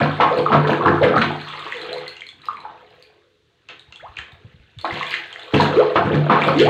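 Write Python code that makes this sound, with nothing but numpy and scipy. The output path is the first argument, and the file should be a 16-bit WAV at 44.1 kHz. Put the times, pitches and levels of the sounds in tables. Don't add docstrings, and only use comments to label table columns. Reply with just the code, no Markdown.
import sys
import numpy as np
from scipy import signal
from scipy.fft import rfft, irfft
from scipy.io import wavfile

SR = 44100
rng = np.random.default_rng(int(sys.argv[2]) if len(sys.argv) > 2 else 0)


def digitize_waveform(pressure):
    field = np.atleast_2d(pressure).T
    bounded = np.clip(field, -1, 1)
    quanta = np.round(bounded * 32767).astype(np.int16)
    wavfile.write(sys.argv[1], SR, quanta)


N = 295029

# pitch_hz, relative_level_db, t60_s
TUB_MODES = [(96.5, -4, 0.8), (99.8, -5.5, 0.26), (149.2, 5.5, 0.63), (179.8, 5, 0.22), (228.4, 0.5, 0.34),
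             (272.9, -0.5, 0.27), (346.5, 1.5, 0.57), (425, 3.5, 0.61), (504, 3.5, 0.37), (667, -17, 0.27),
             (741, -5.5, .4), (910, -25, 0.14), (1065, -0.5, 0.3), (1080, 5, 0.23), (1290, -19, 0.65),
             (1293, -18.5, 0.99), (1342, 10, 0.074)]


def amp(db):
    return 10 ** (np.asarray(db) / 20)


def rms_one(x):
    return x / np.sqrt(np.mean(x ** 2) + 1e-20)


def add(out, start_s, sound):
    at = max(round(start_s * SR), 0)
    out[at:at + len(sound)] += sound[:N - at]


def in_time(rows):
    time_s, *columns = np.transpose(rows)
    return [np.interp(np.arange(N) / SR, time_s, column) for column in columns]


def at_hz(points, hz):
    points_hz, values = np.transpose(points)
    return np.interp(np.log(np.maximum(hz, 1)), np.log(points_hz), values)


def colour(x, points):
    size = 8192
    bins_hz = np.arange(size // 2 + 1) * SR / size
    cepstrum = irfft(np.log(amp(at_hz(points, bins_hz))), size)
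    cepstrum[1:size // 2] *= 2
    cepstrum[size // 2 + 1:] = 0
    impulse = irfft(np.exp(rfft(cepstrum)), size)
    return signal.fftconvolve(x, impulse)[:N]


def band_pass(x, low_hz, high_hz):
    return signal.sosfilt(signal.butter(2, [low_hz, high_hz], "band", fs=SR, output="sos"), x)


def ring(x, hz, t60_s):
    r = amp(-60 / (t60_s * SR))
    w = 2 * np.pi * min(hz, .45 * SR) / SR
    return signal.lfilter([0, np.sin(w)], [1, -2 * r * np.cos(w), r * r], x + 1e-18)


def bubble(hz, cycles, rise_octaves, swell_cycles=1.2):
    cycles = max(cycles, 2)
    turns = np.arange(int(1.2 * cycles / hz * SR)) * hz / SR
    life = turns / cycles
    tone = np.sin(2 * np.pi * np.cumsum(hz * 2 ** (rise_octaves * life)) / SR)
    shape = (1 - np.exp(-turns / swell_cycles)) ** 2 * amp(-60 * life)
    return tone * shape / shape.max()


def bursts(pitches_hz, per_s, cycles, rise_octaves, spread_db, share, swell_cycles=0.81):
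    sizes = amp(spread_db * np.minimum(rng.exponential(1, N), 3)) * rng.choice([-1, 1], N)
    clicks = sizes * (rng.random(N) < per_s / SR)
    dealt = rng.integers(0, len(pitches_hz), N)
    total = np.zeros(N)
    for k, hz in enumerate(pitches_hz):
        own_clicks = clicks * (dealt == k) * share(hz)
        total += signal.oaconvolve(own_clicks, bubble(hz, cycles, rise_octaves, swell_cycles))[:N]
    return rms_one(total)


def stirring():
    # time_s, heave_db, bubbling_db, bubble_pitch_hz, spray_db
    settling = [(0, -34, -29.5, 602, -36), (1.28, -33.5, -23, 789, -38), (1.44, -46, -43, 1030, -36),
                (1.6, -51, -34.5, 1158, -34.5), (1.8, -50, -38, 479, -36.5), (1.95, -43.5, -32, 606, -37.5),
                (2.16, -65, -52, 615, -46.5), (2.36, -56.5, -62, 784, -58), (2.47, -54, -44.5, 1195, -43.5),
                (2.62, -53.5, -41, 1077, -53.5), (2.95, -64, -52.5, 475, -55), (3.2, -83, -60, 470, -63.5),
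                (3.39, -77, -74, 424.5, -74.5), (3.67, -70.5, -68.5, 1093, -63.5),
                (3.9, -66, -57.5, 790, -56.5), (4.2, -58.5, -55, 1200, -51.5),
                (4.4, -57, -56, 450.7, -58.5), (4.78, -65.5, -70, 740, -59.5),
                (4.93, -38.5, -32.5, 800, -30), (5.29, -69.5, -46, 788, -40), (5.52, -54, -37.5, 586, -40),
                (5.56, -17.5, -20.5, 506, -30.5), (5.92, -39.5, -26, 520, -36.5),
                (6.69, -51.5, -24, 500, -43.5)]
    # start_s, swell_db_per_s, heave_db, bubbling_db, bubble_pitch_hz, spray_db
    strokes = [(0.02, 304, -9.5, -11.5, 642, -23.5), (0.21, 1502, -13.5, -9.5, 1017, -41),
               (0.321, 602.5, -31, -21, 531, -30.5), (0.378, 602, -13.5, -15.5, 500, -24.5),
               (0.533, 498, -6, -9.5, 611, -28), (0.649, 299.5, -32, -13.5, 459, -35.5),
               (0.702, 502, -14.5, -11.5, 500, -24), (0.869, 296.5, -8, -10.5, 1075, -26),
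               (1.037, 601.5, -8.5, -11, 511, -23.5), (1.176, 352, -8, -13, 1116, -24.5),
               (1.24, 401.5, -18, -16.5, 895, -28), (4.85, 1500.5, -47, -22.5, 832, -30.5),
               (4.92, 800.5, -26.5, -31.5, 794, -36), (5.13, 151.5, -60, -33.5, 1435, -23.5),
               (5.541, 3998, -4, -28.5, 459, -17.5), (5.607, 502, -10, -15, 752, -16),
               (5.77, 398, -25, -17, 460, -27), (5.96, 3001, -12, -12, 888, -41),
               (6.06, 303, -11, -17.5, 560, -31), (6.14, 302, -6.5, -18.5, 465.5, -28.5),
               (6.299, 2503, -10.5, -8, 816, -36), (6.43, 400.5, -19, -20, 919, -20.5),
               (6.479, 402.5, -14.5, -10, 520, -21), (6.599, 494, -11, -16.5, 400.4, -14.5),
               (6.69, 401.5, -0.5, -9, 864, -26)]
    heave_fade_db_per_s, bubbling_fade_db_per_s, spray_fade_db_per_s = 199, 142, 190.5
    sag_octaves_per_s = 0.92

    heave_db, bubbling_db, pitch_hz, spray_db = in_time(settling)
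    start_s, swell, heave, bubbling, hz, spray = np.transpose(strokes)[:, :, None]
    since_s = np.arange(N) / SR - start_s

    def stroke_db(level_db, fade):
        return level_db + np.minimum(swell * since_s, -fade * since_s)

    all_bubbling_db = np.vstack([bubbling_db, stroke_db(bubbling, bubbling_fade_db_per_s)])
    sagging_octaves = np.log2(hz) - sag_octaves_per_s * np.maximum(since_s, 0)
    all_octaves = np.vstack([np.log2(pitch_hz), sagging_octaves])
    power = amp(all_bubbling_db) ** 2
    mean_pitch_hz = 2 ** (np.sum(power * all_octaves, 0) / power.sum(0))
    heave_db = np.maximum(heave_db, stroke_db(heave, heave_fade_db_per_s).max(0))
    spray_db = np.maximum(spray_db, stroke_db(spray, spray_fade_db_per_s).max(0))
    return heave_db, all_bubbling_db.max(0), mean_pitch_hz, spray_db


def stirred_water(heave_db, bubbling_db, pitch_hz, spray_db):
    def bubbling_share(hz):
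        crowd = np.exp(-(np.log2(hz / pitch_hz) / 0.47) ** 2)
        return np.sqrt(hz / 700) * (0.61 + crowd)

    low_modes_hz = [hz for hz, _, _ in TUB_MODES[:6]]
    heave = bursts(low_modes_hz, per_s=200, cycles=11.0, rise_octaves=.03, spread_db=1.4,
                   share=lambda hz: (hz / 200) ** 0.58)
    bubbling = bursts(np.geomspace(320, 1600, num=18), per_s=280, cycles=17.6, rise_octaves=0.22,
                      spread_db=3.6, share=bubbling_share)
    spray = bursts(np.geomspace(1500, 14000, num=22), per_s=2200, cycles=22, rise_octaves=0.19,
                   spread_db=5.6, share=lambda hz: (hz / 3000) ** 0.2)
    return amp(heave_db) * heave + amp(bubbling_db) * bubbling + amp(spray_db) * spray


def plops():
    # start_s, level_db, pitch_hz, ring_cycles
    large = [(0.015, -6, 549, 15), (0.2, 2.5, 823, 4.4), (0.31, -7, 523, 31), (0.369, -6.5, 510, 3.3),
             (0.462, -3, 1160, 16), (0.504, -6, 820, 12), (0.519, 0.5, 1044, 3.3), (0.695, -3, 595, 5.5),
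             (0.809, -8, 1060, 18), (0.857, -4.5, 1080, 22), (1.01, -4.5, 473, 15), (1.024, 1.5, 550, 18),
             (1.14, -7.5, 1200, 16), (1.165, -3.5, 1210, 19), (1.214, -5, 1340, 12), (1.482, -29, 1080, 17),
             (1.579, -24, 1150, 13), (1.723, -14.5, 1920, 19), (1.767, -50, 480, 9.8),
             (1.815, -35, 467, 16), (1.887, -23, 492, 14), (1.93, -21.5, 667, 18), (2.067, -26.5, 2000, 67),
             (2.219, -19.5, 2120, 16), (2.445, -42, 1240, 17), (2.485, -9.5, 1150, 20),
             (2.57, -26.5, 2150, 12), (2.651, -18, 864, 22), (3.049, -45.5, 2390, 60),
             (4.069, -32.5, 946, 17), (4.17, -19.5, 2410, 20), (4.189, -17, 1700, 8.1),
             (4.845, -6.5, 800, 6.7), (4.908, -15.5, 1960, 33), (4.939, -27, 714, 18),
             (5.01, -13, 1046, 14), (5.029, -13.5, 1970, 19), (5.14, -5, 1870, 8.6), (5.17, -19, 2530, 15),
             (5.36, -17.5, 1800, 6.2), (5.534, -6, 395, 11), (5.599, 1, 910, 16), (5.74, -12.5, 410, 14),
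             (5.956, -8.5, 750, 12), (6.109, -3, 419, 7.2), (6.263, -10.5, 605, 19), (6.297, 1, 1113, 11),
             (6.419, -7, 2260, 26)]
    # start_s, level_db, pitch_hz
    droplets = [(1.4133, -26.5, 4230), (1.4866, -26.5, 3400), (1.5938, -26.5, 3670), (1.68, -33, 3460),
                (1.721, -28, 3200), (1.7497, -34, 2970), (1.769, -27, 3440), (1.8162, -21.5, 4050),
                (1.9296, -18, 4060), (1.982, -27, 4080), (2.0797, -17, 4280), (2.167, -30, 2800),
                (2.2075, -29, 3140), (2.2672, -27.5, 4200), (2.289, -26.5, 3420), (2.418, -36, 3930),
                (2.456, -23.5, 4980), (2.4716, -36, 3940), (2.5312, -40, 3250), (2.568, -38, 4000),
                (2.6036, -33, 4020), (2.905, -43.5, 4840), (2.998, -40, 6300), (3.0251, -28, 4590),
                (3.688, -29.5, 2626), (3.795, -31, 3760), (3.924, -31, 2740), (3.959, -29.5, 3340),
                (4.168, -31.5, 2770), (4.187, -24, 3070), (4.3208, -37.5, 3680), (4.787, -27, 3550),
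                (4.813, -23.5, 4350), (4.8517, -28, 3720), (4.94, -37, 3230), (4.9787, -31.5, 2900),
                (5.029, -23.5, 2830), (5.067, -22.5, 3420), (5.095, -30, 4040), (5.1076, -15, 4730),
                (5.141, -20, 3140), (5.328, -25, 3180), (5.3953, -29.5, 3460), (5.432, -31.5, 3700)]
    tick_db = 14
    out = np.zeros(N)
    for start_s, level_db, hz, cycles in large:
        add(out, start_s, amp(level_db) * bubble(hz, cycles, rise_octaves=0.18, swell_cycles=1.4))
    for start_s, level_db, hz in droplets:
        add(out, start_s, amp(level_db) * bubble(hz, cycles=55.5, rise_octaves=0.025))
        tick = bubble(2.2 * hz, cycles=7, rise_octaves=.3, swell_cycles=.5)
        add(out, start_s, amp(level_db + tick_db) * tick)
    return out


def slaps(attack_s=0.0057):
    # start_s, level_db, centre_hz, t60_s
    slap_table = [(.2, -1, 1115, 0.19), (.52, -1.5, 940, 0.21), (.67, -15.5, 4000, 0.071),
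                  (1.026, -9, 1980, 0.13), (1.214, -5.5, 2420, 0.045), (3.686, -26.5, 2630, 0.21),
                  (3.923, -32, 3000, 0.026), (4.169, -26.5, 2410, 0.22), (4.787, -33, 3500, 0.11),
                  (5.139, -39.5, 2480, 0.031), (5.537, 0, 637, 0.078), (5.601, -23, 1570, 0.063),
                  (5.956, 2.5, 950, 0.065), (6.296, -0.5, 1000, 0.5)]
    out, t = np.zeros(N), np.arange(SR // 5) / SR
    for start_s, level_db, hz, t60_s in slap_table:
        burst = rng.standard_normal(len(t)) * (1 - np.exp(-t / attack_s)) * amp(-60 * t / t60_s)
        broad = ring(burst, hz, 2.2 / hz)
        add(out, start_s, amp(level_db) * broad / np.abs(broad).max())
    return out


def gulps():
    # start_s, length_s, first_pitch_hz, last_pitch_hz, level_db
    pockets = [(.3, .05, 420, 800, -15.5), (0.8, .12, 340, 520, -21), (1.054, 0.045, 415, 593, -10),
               (1.745, 0.052, 500, 440, -30), (1.83, .05, 420, 500, -32), (1.94, .06, 600, 430, -30),
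               (3.996, 0.023, 1250, 2500, -41), (4.028, 0.045, 526, 1360, -31.5),
               (5.766, 0.046, 340, 670, -2), (5.808, 0.033, 592, 1180, -16), (6.1, 0.095, 323, 552, -16.5),
               (6.462, 0.076, 287, 750, -16.5), (6.553, 0.035, 250, 340, -8), (6.596, 0.03, 304, 560, -1.5),
               (6.61, 0.04, 1420, 1500, -23), (6.645, .05, 540, 1060, -12)]
    out = np.zeros(N)
    for start_s, length_s, first_hz, last_hz, level_db in pockets:
        part = np.linspace(0, 1, max(int(length_s * SR), 2))
        phase = 2 * np.pi * np.cumsum(first_hz * (last_hz / first_hz) ** part) / SR
        shape = np.sin(np.pi * part ** 0.77) ** 0.54
        add(out, start_s, amp(level_db) * shape * np.sin(phase))
    return out


def foam(spray_db):
    pricks = bursts(np.geomspace(4500, 14500, num=10), per_s=50, cycles=12, rise_octaves=0.11,
                    spread_db=4.0, share=lambda hz: (hz / 6000) ** 2.4)
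    return amp(0.55 * spray_db - 32.0) * pricks


def bathroom(x, modes_db=-53.5, walls_db=-3.5, first_echo_s=0.0043):
    # frequency_hz, t60_s
    room_t60 = [(300, 0.51), (600, 0.29), (1500, 0.41), (4000, 0.31), (10000, 0.28)]
    t = np.arange(SR) / SR
    click = 1. * (t == 0)
    modes = np.zeros(SR)
    for k, (hz, level_db, t60_s) in enumerate(TUB_MODES):
        modes += (-1) ** k * amp(level_db) * ring(click, hz, t60_s)
    tail = np.zeros(SR)
    edges_hz = 240 * 2 ** np.arange(0, 6.1, .5)
    for low_hz, high_hz in zip(edges_hz, edges_hz[1:]):
        band = band_pass(rng.standard_normal(SR), low_hz, high_hz)
        hz = np.sqrt(low_hz * high_hz)
        tail += (hz / 2000) ** 0.058 * band * amp(-60 * t / at_hz(room_t60, hz))
    tail *= t > first_echo_s
    walls = tail / np.sqrt(np.sum(tail ** 2))
    response = click + amp(walls_db) * walls + amp(modes_db) * modes
    return signal.fftconvolve(x, response)[:N]


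def handling(heave_db):
    # start_s, level_db, pitch_hz
    thumps = [(3.771, -59, 90.6), (3.881, -40, 95), (4.016, -42, 106), (4.087, -33, 80.7), (4.185, -31, 90),
              (4.325, -34.5, 101.6), (4.445, -29, 135), (4.539, -33.5, 124), (4.594, -32, 80.7),
              (4.764, -27, 83), (4.917, -26, 100)]
    out, t = np.zeros(N), np.arange(SR // 5) / SR
    for start_s, level_db, hz in thumps:
        rough = rng.standard_normal(len(t)) * amp(-60 * t / 0.14)
        bump = ring(ring(rough, hz, 2.0 / hz), hz, 2.8 / hz)
        add(out, start_s, amp(level_db) * bump / np.abs(bump).max())
    rumble = band_pass(rng.standard_normal(N), 50, 120)
    return out + amp(0.37 * heave_db - 37.0) * rms_one(rumble)


def hush(level_db=-63.5):
    # frequency_hz, relative_density_db
    spectrum = [(25, 0.5), (60, -5.5), (100, 3), (160, -4), (230, -10), (400, 5.5), (800, -19), (1200, -10),
                (2600, -13), (3800, -7), (5200, -21), (6300, -21.5), (10000, -33), (16000, -42)]
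    return amp(level_db) * rms_one(colour(rng.standard_normal(N), spectrum))


def scene():
    # frequency_hz, gain_db
    microphone = [(30, -39), (100, -12.5), (300, -5), (3000, 2), (4200, -0.5), (5000, -15.5), (5700, -22),
                  (6500, -17.5), (8500, -25), (10500, -33.5), (12500, -31), (15000, -28), (16000, -23.5)]
    gulp_near_db = -9.5
    heave_db, bubbling_db, pitch_hz, spray_db = stirring()
    water = stirred_water(heave_db, bubbling_db, pitch_hz, spray_db) + foam(spray_db) + plops() + slaps()
    air = gulps()
    heard = bathroom(water + air) + amp(gulp_near_db) * air
    return (colour(heard, microphone) + handling(heave_db) + hush())[None]


def record(dry, bass_cut_hz=80, top_cut_hz=15750):
    rounded = 0.84 * np.tanh(dry / 1.062)
    thin = signal.sosfilt(signal.butter(2, bass_cut_hz, "high", fs=SR, output="sos"), rounded)
    return signal.sosfilt(signal.ellip(10, .5, 70, top_cut_hz, fs=SR, output="sos"), thin)


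dry = scene()
out = record(dry)
digitize_waveform(out)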